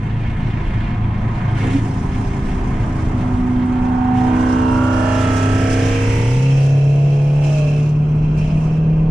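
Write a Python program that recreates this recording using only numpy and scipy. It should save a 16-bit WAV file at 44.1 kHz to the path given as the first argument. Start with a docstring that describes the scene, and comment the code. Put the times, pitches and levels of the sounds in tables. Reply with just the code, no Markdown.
"""Inside a closed V8 car on a highway. At first its engine coasts over road rumble and tyre roar.
A second V8 blips its throttle near 1.6 s, pulls alongside on the right and draws ahead by 6 s; its
uneven exhaust pulses growl, snarl and hiss. Then the driver's own engine kicks down a gear and
drones higher, its firing booming in the cabin. Near 8 s the other driver lifts off the throttle."""
import sys
import numpy as np
from scipy import signal
from scipy.io import wavfile
from scipy.ndimage import uniform_filter1d

SR = 44100
rng = np.random.default_rng(int(sys.argv[2]) if len(sys.argv) > 2 else 0)


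def generate_wav(sig):
    """Save sig (samples, or channels by samples) to the path in sys.argv[1] as 16-bit PCM at SR."""
    pcm = np.round(np.clip(np.atleast_2d(sig).T, -1, 1) * 32767).astype(np.int16)
    wavfile.write(sys.argv[1], SR, pcm)


N = 401310
TIME = np.arange(N) / SR

# How loud the road is: (time [s], rumble [dB], body boom [dB], tyre roar [dB])
ROAD_LEVELS = [(0, -23.5, -29.5, -39), (.5, -22.5, -28, -36), (.9, -20.5, -31, -34.5),
               (1.5, -23.5, -28.5, -32), (1.8, -25, -25, -34.5), (2.1, -22, -30.5, -34.5),
               (2.7, -20, -30.5, -33), (3.4, -22, -29.5, -34), (4.0, -25, -35, -35.5),
               (4.75, -27.5, -36, -43), (5.4, -26.5, -27, -41), (6.2, -21, -38.5, -47),
               (6.8, -33.5, -37, -45), (7.5, -28, -35.5, -42.5), (7.95, -27, -33.5, -42.5),
               (8.4, -21, -29.5, -42.5), (8.65, -23, -26.5, -39.5), (9.1, -21.5, -39, -42)]
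# The colour (low-to-high balance) of each road noise: (frequency [Hz], relative level [dB])
RUMBLE_COLOUR = [(9.4, -28.5), (16, 1.5), (32, 4), (59, -6), (108, -3.5), (146, -5.5), (161, -13),
                 (184, -7.5), (230, -8.5), (300, -41), (510, -120)]
BOOM_COLOUR = [(88, -31), (150, -3.5), (199, -8), (313, -12), (365, -13.5), (467, -27.5), (571, -41),
               (650, -23.5), (840, -54.5), (1430, -120)]
ROAR_COLOUR = [(330, -34.5), (560, -5.5), (640, -12.5), (834, 1), (887, 0), (983, -3.5), (1130, -7),
               (1350, -11), (1900, -16.5), (2470, -36.5), (4180, -120)]
# How alike noise is in the two ears: (frequency [Hz], likeness [-1 opposite to 1 same])
EAR_LIKENESS = [(60, 0.99), (130, 0.99), (260, 1), (550, 0.91), (1150, 0.41), (2100, 0.64), (3200, 0.97),
                (4300, 0.84), (5600, -0.16), (10500, -0.32)]
# Which ear hears more noise: (frequency [Hz], left minus right [dB])
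EAR_LEAN = [(60, -0.5), (110, -0.5), (190, 1.5), (340, 0.5), (600, -2), (1060, -5.5), (1880, -3.5),
            (3330, -3.5), (5920, -4.5), (10500, -1.5)]
# How the cabin passes tones from the right: (frequency [Hz], left minus right [dB], left lead [rad])
CABIN_PATH = [(60, -0.5, 0), (250, -2, -.22), (400, 0, -.3), (500, -2, -.5), (630, -4.5, -.7),
              (800, -8, -1.8), (1000, -6, -2.7), (1160, -4, -5.0), (1350, -8, -5.7), (1700, -9, -6.1),
              (2100, -3, -5.4), (2700, -5, -6.4), (3600, -4, -5.8)]

# Our engine coasts, kicks down and pulls: (time [s], firing rate [Hz], firing tone [dB])
OWN_FIRING = [(0.0, 111.5, -23.5), (1.6, 108, -22.5), (2.3, 105.5, -29.5), (3.0, 103.9, -24),
              (3.83, 100.8, -28), (4.61, 100.6, -25), (4.91, 100.7, -20), (5.9, 102.9, -17),
              (6.08, 106.6, -17.5), (6.21, 110, -15.5), (6.33, 124.3, -15.5), (6.45, 135.1, -11.5),
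              (6.82, 139.5, -11.5), (8.56, 154.7, -16.5), (8.85, 157.5, -14), (9.1, 158.2, -14.5)]
# Its side tones: (pitch [x firing rate], level coasting [dB], level pulling [dB])
OWN_SIDE_TONES = [(.5, -32, -39.5), (.75, -30.5, -34.5), (1.25, -30, -34.5), (1.5, -41.5, -40),
                  (1.75, -35, -47.5), (2, -36.5, -41.5), (3, -44, -41.5), (4, -54, -48.5)]
# Our throttle: (time [s], opening [0 to 1])
OWN_THROTTLE = [(0, 0), (4.3, 0), (6.4, 1), (9.1, 1)]

# Where the other car is: (time [s], place [0 alongside to 1 ahead])
OTHER_PLACE = [(0, 0.035), (4.4, 0), (6.2, 1), (9.1, 1)]
# Its engine speed, with eight firings in each cycle: (time [s], cycle rate [Hz])
OTHER_REVS = [(1.5, 29.6), (1.6, 33.5), (1.7, 32.3), (1.77, 34.8), (1.84, 33.3), (2.41, 32.6), (3.15, 31.2),
              (3.83, 31.2), (4.38, 31.35), (5.48, 32.7), (5.84, 33), (7, 34.1), (7.4, 36.3), (7.9, 30.4),
              (8.05, 31), (8.72, 30.6), (9.1, 31.6)]
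# Its exhaust hiss, a lower rasp and a higher sizzle: (time [s], rasp [dB], sizzle [dB])
HISS_LEVELS = [(0.0, -41.5, -63.5), (0.5, -38.5, -61), (0.88, -38, -60), (1.0, -42.5, -66),
               (1.18, -43, -63.5), (1.4, -39, -58), (1.9, -42, -51), (3.1, -43, -54), (4.12, -43, -58.5),
               (4.17, -38, -50), (4.4, -38.5, -48), (4.95, -45, -45), (5.3, -42, -39.5), (5.6, -43.5, -40),
               (5.95, -34, -37.5), (6.25, -42, -42.5), (6.62, -41, -46), (6.8, -44.5, -51),
               (7.3, -45, -53.5), (8.1, -50.5, -63), (8.3, -47.5, -60.5), (9.1, -50.5, -67.5)]
# Their colours with the car alongside and ahead: (frequency [Hz], relative level [dB])
RASP_BESIDE = [(940, -34), (1600, -1.5), (1930, 0.5), (2100, -1.5), (2230, -1), (2680, -10), (2970, -9.5),
               (3900, -19), (5070, -44.5), (8580, -120)]
RASP_AHEAD = [(940, -41.5), (1600, -8), (2180, -25.5), (2460, -5), (2540, -2), (2640, -1.5), (3110, -19.5),
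              (3590, -23), (3900, -17), (5070, -51.5), (8580, -120)]
SIZZLE_BESIDE = [(2060, -30.5), (3500, -1), (3760, -5.5), (3960, -2), (4300, -4), (5380, 1), (6270, 2),
                 (6790, -1), (7580, 2), (9720, -9.5), (11000, -33.5), (14200, -45.5), (22000, -120)]
SIZZLE_AHEAD = [(2060, -31.5), (3500, -5), (4300, -8), (5000, -4), (5500, 0.5), (6300, -1), (7000, -4),
                (9720, -9.5), (11000, -29), (14200, -45.5), (22000, -120)]
# Extra hiss as its driver works the throttle: (start [s], length [s], rasp [dB], sizzle [dB])
HISS_BURSTS = [(1.547, 0.27, 7.5, 6.5), (7.411, 0.529, 7.5, 11), (8.353, 0.45, 5, 9.5)]
# Thin whistles in the hiss: (frequency [Hz], width [Hz], relative level [dB])
WHISTLES = [(2621.7, 100, 1), (3190, 60, -14), (4050, 80, -14), (5454, 160, -15), (6150, 200, -16)]
# The whistles come up once the car is ahead: (time [s], level [dB])
WHISTLE_LEVEL = [(5.2, -58), (5.9, -44), (6.55, -38), (6.9, -44.5), (7.35, -46), (7.6, -37.5), (8.0, -54),
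                 (8.4, -48), (8.7, -48.5), (9.1, -59)]
# Its four groups of tones, low to high: (time [s], firing [dB], growl [dB], snarl [dB], buzz [dB])
OTHER_LEVELS = [(1.42, -66, -72, -68, -75), (1.66, -23, -25.5, -41, -59), (1.8, -31, -39, -55, -58),
                (2.2, -35, -35, -55, -53), (2.92, -32, -31.5, -48, -50), (3.1, -28, -31, -42, -55),
                (3.5, -17.5, -33.5, -41.5, -57), (3.9, -18, -30.5, -34, -54),
                (4.22, -16, -24, -29.5, -42.5), (4.8, -17, -24.5, -25.5, -39),
                (5.1, -20.5, -23, -26.5, -31.5), (5.4, -21, -26, -26, -33), (5.8, -20.5, -22.5, -32, -32),
                (6.2, -27, -26, -35, -32.5), (6.5, -33, -29.5, -40, -41.5), (6.9, -40.5, -29.5, -50.5, -52),
                (7.4, -52.5, -30, -49, -53), (7.6, -34.5, -26.5, -44, -57), (7.95, -38, -37, -50, -67),
                (8.4, -40.5, -35.5, -47.5, -59), (8.66, -60.5, -37.5, -49, -59),
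                (8.85, -60, -32.5, -53, -70)]
# Low tones under its firing tone: (pitch [x cycle rate], level against the firing tone [dB])
LOPE_TONES = [(2, -23.5), (4, -15), (6, -19), (7, -19.5)]
# Growl of unequal pulses: (pitch [x cycle rate], relative level alongside [dB], ahead [dB])
GROWL_TONES = [(8.98, -7, -14), (10.035, 0, -4.5), (11, -14.5, -16.5), (12.04, -5.5, -5),
               (13.07, -12, -9.5), (14.11, -6, -4.5), (15.05, -23.5, -18), (16, -11.5, -10),
               (17, -24, -15.5), (18.04, -11, -8), (19.02, -20, -15), (19.99, -12.5, -10.5),
               (20.98, -15.5, -22), (22.14, -10.5, -9), (23.23, -20.5, -18.5), (24.1, -8, -15.5)]
# Parts of its note that swell for a moment: (time [s], half length [s], frequency [Hz], boost [dB])
SWELLS = [(1.758, 0.022, 270, 16), (1.653, 0.044, 500, 10), (2.596, 0.68, 305, 9), (2.396, 0.92, 394, 10.5),
          (3.8, 0.34, 900, 9.5), (4.126, 0.25, 740, 20.5), (4.47, 0.27, 940, 6.5), (4.84, 0.14, 1390, 13),
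          (4.67, 0.24, 940, 8), (5.17, 0.41, 622, 18), (5.46, 0.43, 1320, 12.5), (5.01, 0.34, 1770, 12),
          (5.7, 0.31, 1610, 18), (6.36, 0.65, 469.7, 10), (6.3, 0.32, 905, 14.5), (4.83, 0.44, 2800, 17),
          (5.15, 0.47, 3300, 9.5), (4.4, 0.36, 1900, 13.5), (4.6, 0.68, 810, 1), (6.0, 0.21, 2300, 3),
          (7.004, 0.46, 679, 12), (7.6, 0.21, 620, 15), (8.6, 0.13, 710, 11)]


def from_db(db):
    """Turn decibels into a number to multiply by."""
    return 10 ** (np.asarray(db) / 20)


def rms_one(x):
    """Scale a signal so that its average power is 1."""
    return x / np.sqrt(np.mean(x ** 2) + 1e-20)


def in_time(table, t):
    """Read each column of a table at times t."""
    times, *columns = np.transpose(table)
    return [np.interp(t, times, column) for column in columns]


def at_hz(table, hz, column=1):
    """Read a table at a frequency, with octaves evenly spaced."""
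    rows = np.array(table)
    return np.interp(np.log(hz), np.log(rows[:, 0]), rows[:, column])


def drift(rate_hz, t):
    """A smooth random wobble, about 1 in size; a higher rate wobbles faster."""
    pole = np.exp(-2 * np.pi * rate_hz / 1000)
    slow = signal.lfilter([1], [1, -2 * pole, pole * pole], rng.standard_normal(12000))[2000:]
    return np.interp(t * 1000, np.arange(len(slow)), rms_one(slow))


def noise(colour, flicker_db, colour_ahead=None, ahead=0):
    """Stereo noise made of flickering third-octave bands, its overall power held near 1."""
    low_hz, high_hz = colour[0][0], colour[-1][0]
    edges = np.geomspace(low_hz, high_hz, int(3 * np.log2(high_hz / low_hz)) + 2)
    shared_flicker = drift(14, TIME)
    white = rng.standard_normal((2, 2, N))
    out = 0
    for k, (low, high) in enumerate(zip(edges, edges[1:])):
        band = signal.butter(2, [low, high], "band", fs=SR, output="sos")
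        mid, side = signal.sosfilt(band, white[k % 2])
        hz = np.sqrt(low * high)
        alike, lean_db = at_hz(EAR_LIKENESS, hz), at_hz(EAR_LEAN, hz) / 2
        stereo = np.sqrt(1 + alike) * mid + np.sqrt(1 - alike) * side * [[1], [-1]]
        level_db = at_hz(colour, hz)
        if colour_ahead is not None:
            level_db = (1 - ahead) * level_db + ahead * at_hz(colour_ahead, hz)
        gain = from_db(level_db + flicker_db * (0.79 * shared_flicker + drift(14, TIME)))
        out += gain * from_db([[lean_db], [-lean_db]]) * stereo
    power = uniform_filter1d(out.mean(axis=0) ** 2, size=SR, mode="reflect")
    return out / np.sqrt(power)


def cabin_echoes(x, delay_s=(.002, .012), echo_db=-7.5):
    """Six quick echoes per ear, off glass and trim, colour a sound but keep its loudness."""
    out = x.copy()
    lags = (rng.uniform(*delay_s, size=12) * SR).astype(int)
    for k, lag in enumerate(lags):
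        out[k % 2, lag:] += from_db(echo_db) * (-1) ** (k // 2) * x.mean(axis=0)[:-lag]
    return out * np.std(x) / np.std(out)


def road():
    """The floor rumbles, the body panels boom and the tyres roar through the glass."""
    rumble_db, boom_db, roar_db = in_time(ROAD_LEVELS, TIME)
    rumble = from_db(rumble_db) * noise(RUMBLE_COLOUR, flicker_db=0.2)
    boom = from_db(boom_db) * noise(BOOM_COLOUR, flicker_db=0.95)
    roar = from_db(roar_db) * cabin_echoes(noise(ROAR_COLOUR, flicker_db=0.8))
    return rumble + boom + roar


def own_engine(coast_wander=0.01197, coast_flutter_db=3):
    """Our engine's firing booms in the cabin, and uneven firing adds side tones; same in both ears."""
    firing_hz, tone_db = in_time(OWN_FIRING, TIME)
    throttle, = in_time(OWN_THROTTLE, TIME)
    coasting = np.clip(1 - 5 * throttle, 0, 1)  # with no load, pitch and level are less steady
    wander = (.002 + coast_wander * coasting) * drift(7.77, TIME)
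    phase = 2 * np.pi * np.cumsum(firing_hz * (1 + wander)) / SR
    flutter_db = 0.55 * drift(15, TIME) + coast_flutter_db * coasting * drift(9.4, TIME)
    out = from_db(tone_db + flutter_db) * np.sin(phase)
    for multiple, coast_db, pull_db in OWN_SIDE_TONES:
        side_db = coast_db + throttle * (pull_db - coast_db) + 2.9 * drift(3, TIME)
        out += from_db(side_db) * np.sin(multiple * phase + rng.uniform(0, 2 * np.pi))
    return np.sqrt(2) * out


def whistles():
    """Noise rings at a few narrow pitches, making thin whistles in the other car's hiss."""
    out = 0
    for hz, width_hz, db in WHISTLES:
        pole = np.exp(-np.pi * width_hz / SR)
        ring = [1, -2 * pole * np.cos(2 * np.pi * hz / SR), pole * pole]
        rung_once = signal.lfilter([1], ring, rng.standard_normal((2, N)))
        mid, side = signal.lfilter([1], ring, rung_once)
        stereo = rms_one(mid + 1.4 * side * [[1], [-1]])
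        lean_db = at_hz(EAR_LEAN, hz) / 2
        out += from_db(db + 1.1 * drift(8.3, TIME)) * from_db([[lean_db], [-lean_db]]) * stereo
    return from_db(in_time(WHISTLE_LEVEL, TIME)[0]) * out


def throttle_bursts_db(column, sag_db_per_s, rise_s=0.028, fall_s=0.045):
    """Each move of the throttle lifts the hiss quickly; it then sags and drops back."""
    out = np.zeros(N)
    for burst in HISS_BURSTS:
        start_s, length_s = burst[:2]
        age = TIME - start_s
        shape = np.clip(np.minimum(age / rise_s, (length_s - age) / fall_s), 0, 1)
        out += shape * (burst[column] - sag_db_per_s * age)
    return out


def other_exhaust_hiss(throb=0.18, bark=0.12, flicker_db=0.65):
    """The other car's hiss throbs once and twice per engine cycle and barks with each firing."""
    cycle_hz, = in_time(OTHER_REVS, TIME)
    phase = 2 * np.pi * np.cumsum(cycle_hz) / SR
    throbbing = throb * (np.cos(phase) + 0.5 * np.cos(2 * phase + 1))
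    pulsing = rms_one(np.exp(throbbing + bark * np.cos(8 * phase)))
    rasp_db, sizzle_db = in_time(HISS_LEVELS, TIME)
    rasp_db += throttle_bursts_db(column=2, sag_db_per_s=7)
    sizzle_db += throttle_bursts_db(column=3, sag_db_per_s=5)
    ahead, = in_time(OTHER_PLACE, TIME)
    rasp = from_db(rasp_db) * noise(RASP_BESIDE, 1.0, RASP_AHEAD, ahead)
    sizzle = from_db(sizzle_db) * noise(SIZZLE_BESIDE, 1.1, SIZZLE_AHEAD, ahead)
    return pulsing * from_db(flicker_db * drift(7.3, TIME)) * (rasp + sizzle) + whistles()


def swells_db(t, hz):
    """The boost an exhaust tone gets when it is near a swell in both time and pitch."""
    out = 0
    for peak_s, half_s, centre_hz, db in SWELLS:
        half_width_hz = 29.6 + 0.022 * centre_hz
        out += db * np.exp(-((t - peak_s) / half_s) ** 2 - ((hz - centre_hz) / half_width_hz) ** 2)
    return out


def other_engine(waver_db=3.5, ear_slip_rad=0.68, lift_off_s=7.85, pulse_scatter=.45, pulse_lag=.009):
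    """The passing V8's unequal exhaust pulses make tones at multiples (k) of its cycle rate."""
    t = np.arange(0, N + 1024, 4) / SR  # a quarter of the sample rate is enough for these tones
    slow_t = t[::32]
    cycle_hz, = in_time(OTHER_REVS, t)
    jitter = (.0012 + .006 * (t > lift_off_s)) * drift(10.36, t)  # off the throttle it runs unevenly
    cycle_phase = 2 * np.pi * np.cumsum(cycle_hz * (1 + jitter)) / (SR / 4)
    firing_db, growl_db, snarl_db, buzz_db = in_time(OTHER_LEVELS, slow_t)
    ahead, = in_time(OTHER_PLACE, slow_t)
    firing = [(8, 0)] + LOPE_TONES
    growl = [(k, beside_db + ahead * (ahead_db - beside_db)) for k, beside_db, ahead_db in GROWL_TONES]
    snarl = [(k, -.15 * k - 2.3 * (k % 2)) for k in range(25, 53)]
    buzz = [(k, -.1 * k - .6 * ahead * max(k - 86, 0)) for k in range(53, 106)]
    groups = [(firing, firing_db, False), (growl, growl_db, True),
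              (snarl, snarl_db, True), (buzz, buzz_db, True)]
    out = np.zeros((2, len(t)))
    for tones, level_db, wavers in groups:
        hz = np.array([k * cycle_hz[::32] for k, _ in tones])
        tones_db = [db + waver_db * wavers * drift(1.55, slow_t) for _, db in tones]
        gains = from_db(tones_db + swells_db(slow_t, hz))
        if wavers:  # wavers and swells change this group's colour, not its loudness
            gains /= np.sqrt(np.sum(gains ** 2, axis=0))
        leans = from_db(at_hz(CABIN_PATH, hz) / 2)
        leads = at_hz(CABIN_PATH, hz, column=2) / 2
        both_ears = np.abs(leans * np.exp(1j * leads) + np.exp(-1j * leads) / leans)
        gains *= from_db(level_db) * 2 / both_ears.clip(1.3)  # boost where left and right cancel
        for (k, _), gain, lean, lead in zip(tones, gains, leans, leads):
            # The middle tones roughly line up into one slightly smeared pulse per cycle.
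            scatter = rng.uniform(-np.pi, np.pi) * (pulse_scatter if 20 < k < 53 else 1)
            phase = k * cycle_phase + scatter - np.pi * pulse_lag * k ** 2
            slip = ear_slip_rad * (k > 24) * drift(1.0, slow_t)  # high tones wander between the ears
            shift = np.interp(t, slow_t, lead + slip)
            out[0] += np.interp(t, slow_t, gain * lean) * np.sin(phase + shift)
            out[1] += np.interp(t, slow_t, gain / lean) * np.sin(phase - shift)
    return np.sqrt(2) * signal.resample_poly(out, 4, 1, axis=1)[:, :N]


def scene():
    """Both engines and the exhaust hiss over the road noise."""
    return own_engine() + other_engine() + cabin_echoes(other_exhaust_hiss()) + road()


def record(dry):
    """Round off the loudest peaks and cut the highest treble."""
    rounded = 1.467 * np.tanh(dry / 1.526)
    cutoff_hz = 14750
    return signal.sosfilt(signal.cheby2(12, 70, cutoff_hz, fs=SR, output="sos"), rounded)


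dry = scene()
out = record(dry)
generate_wav(out)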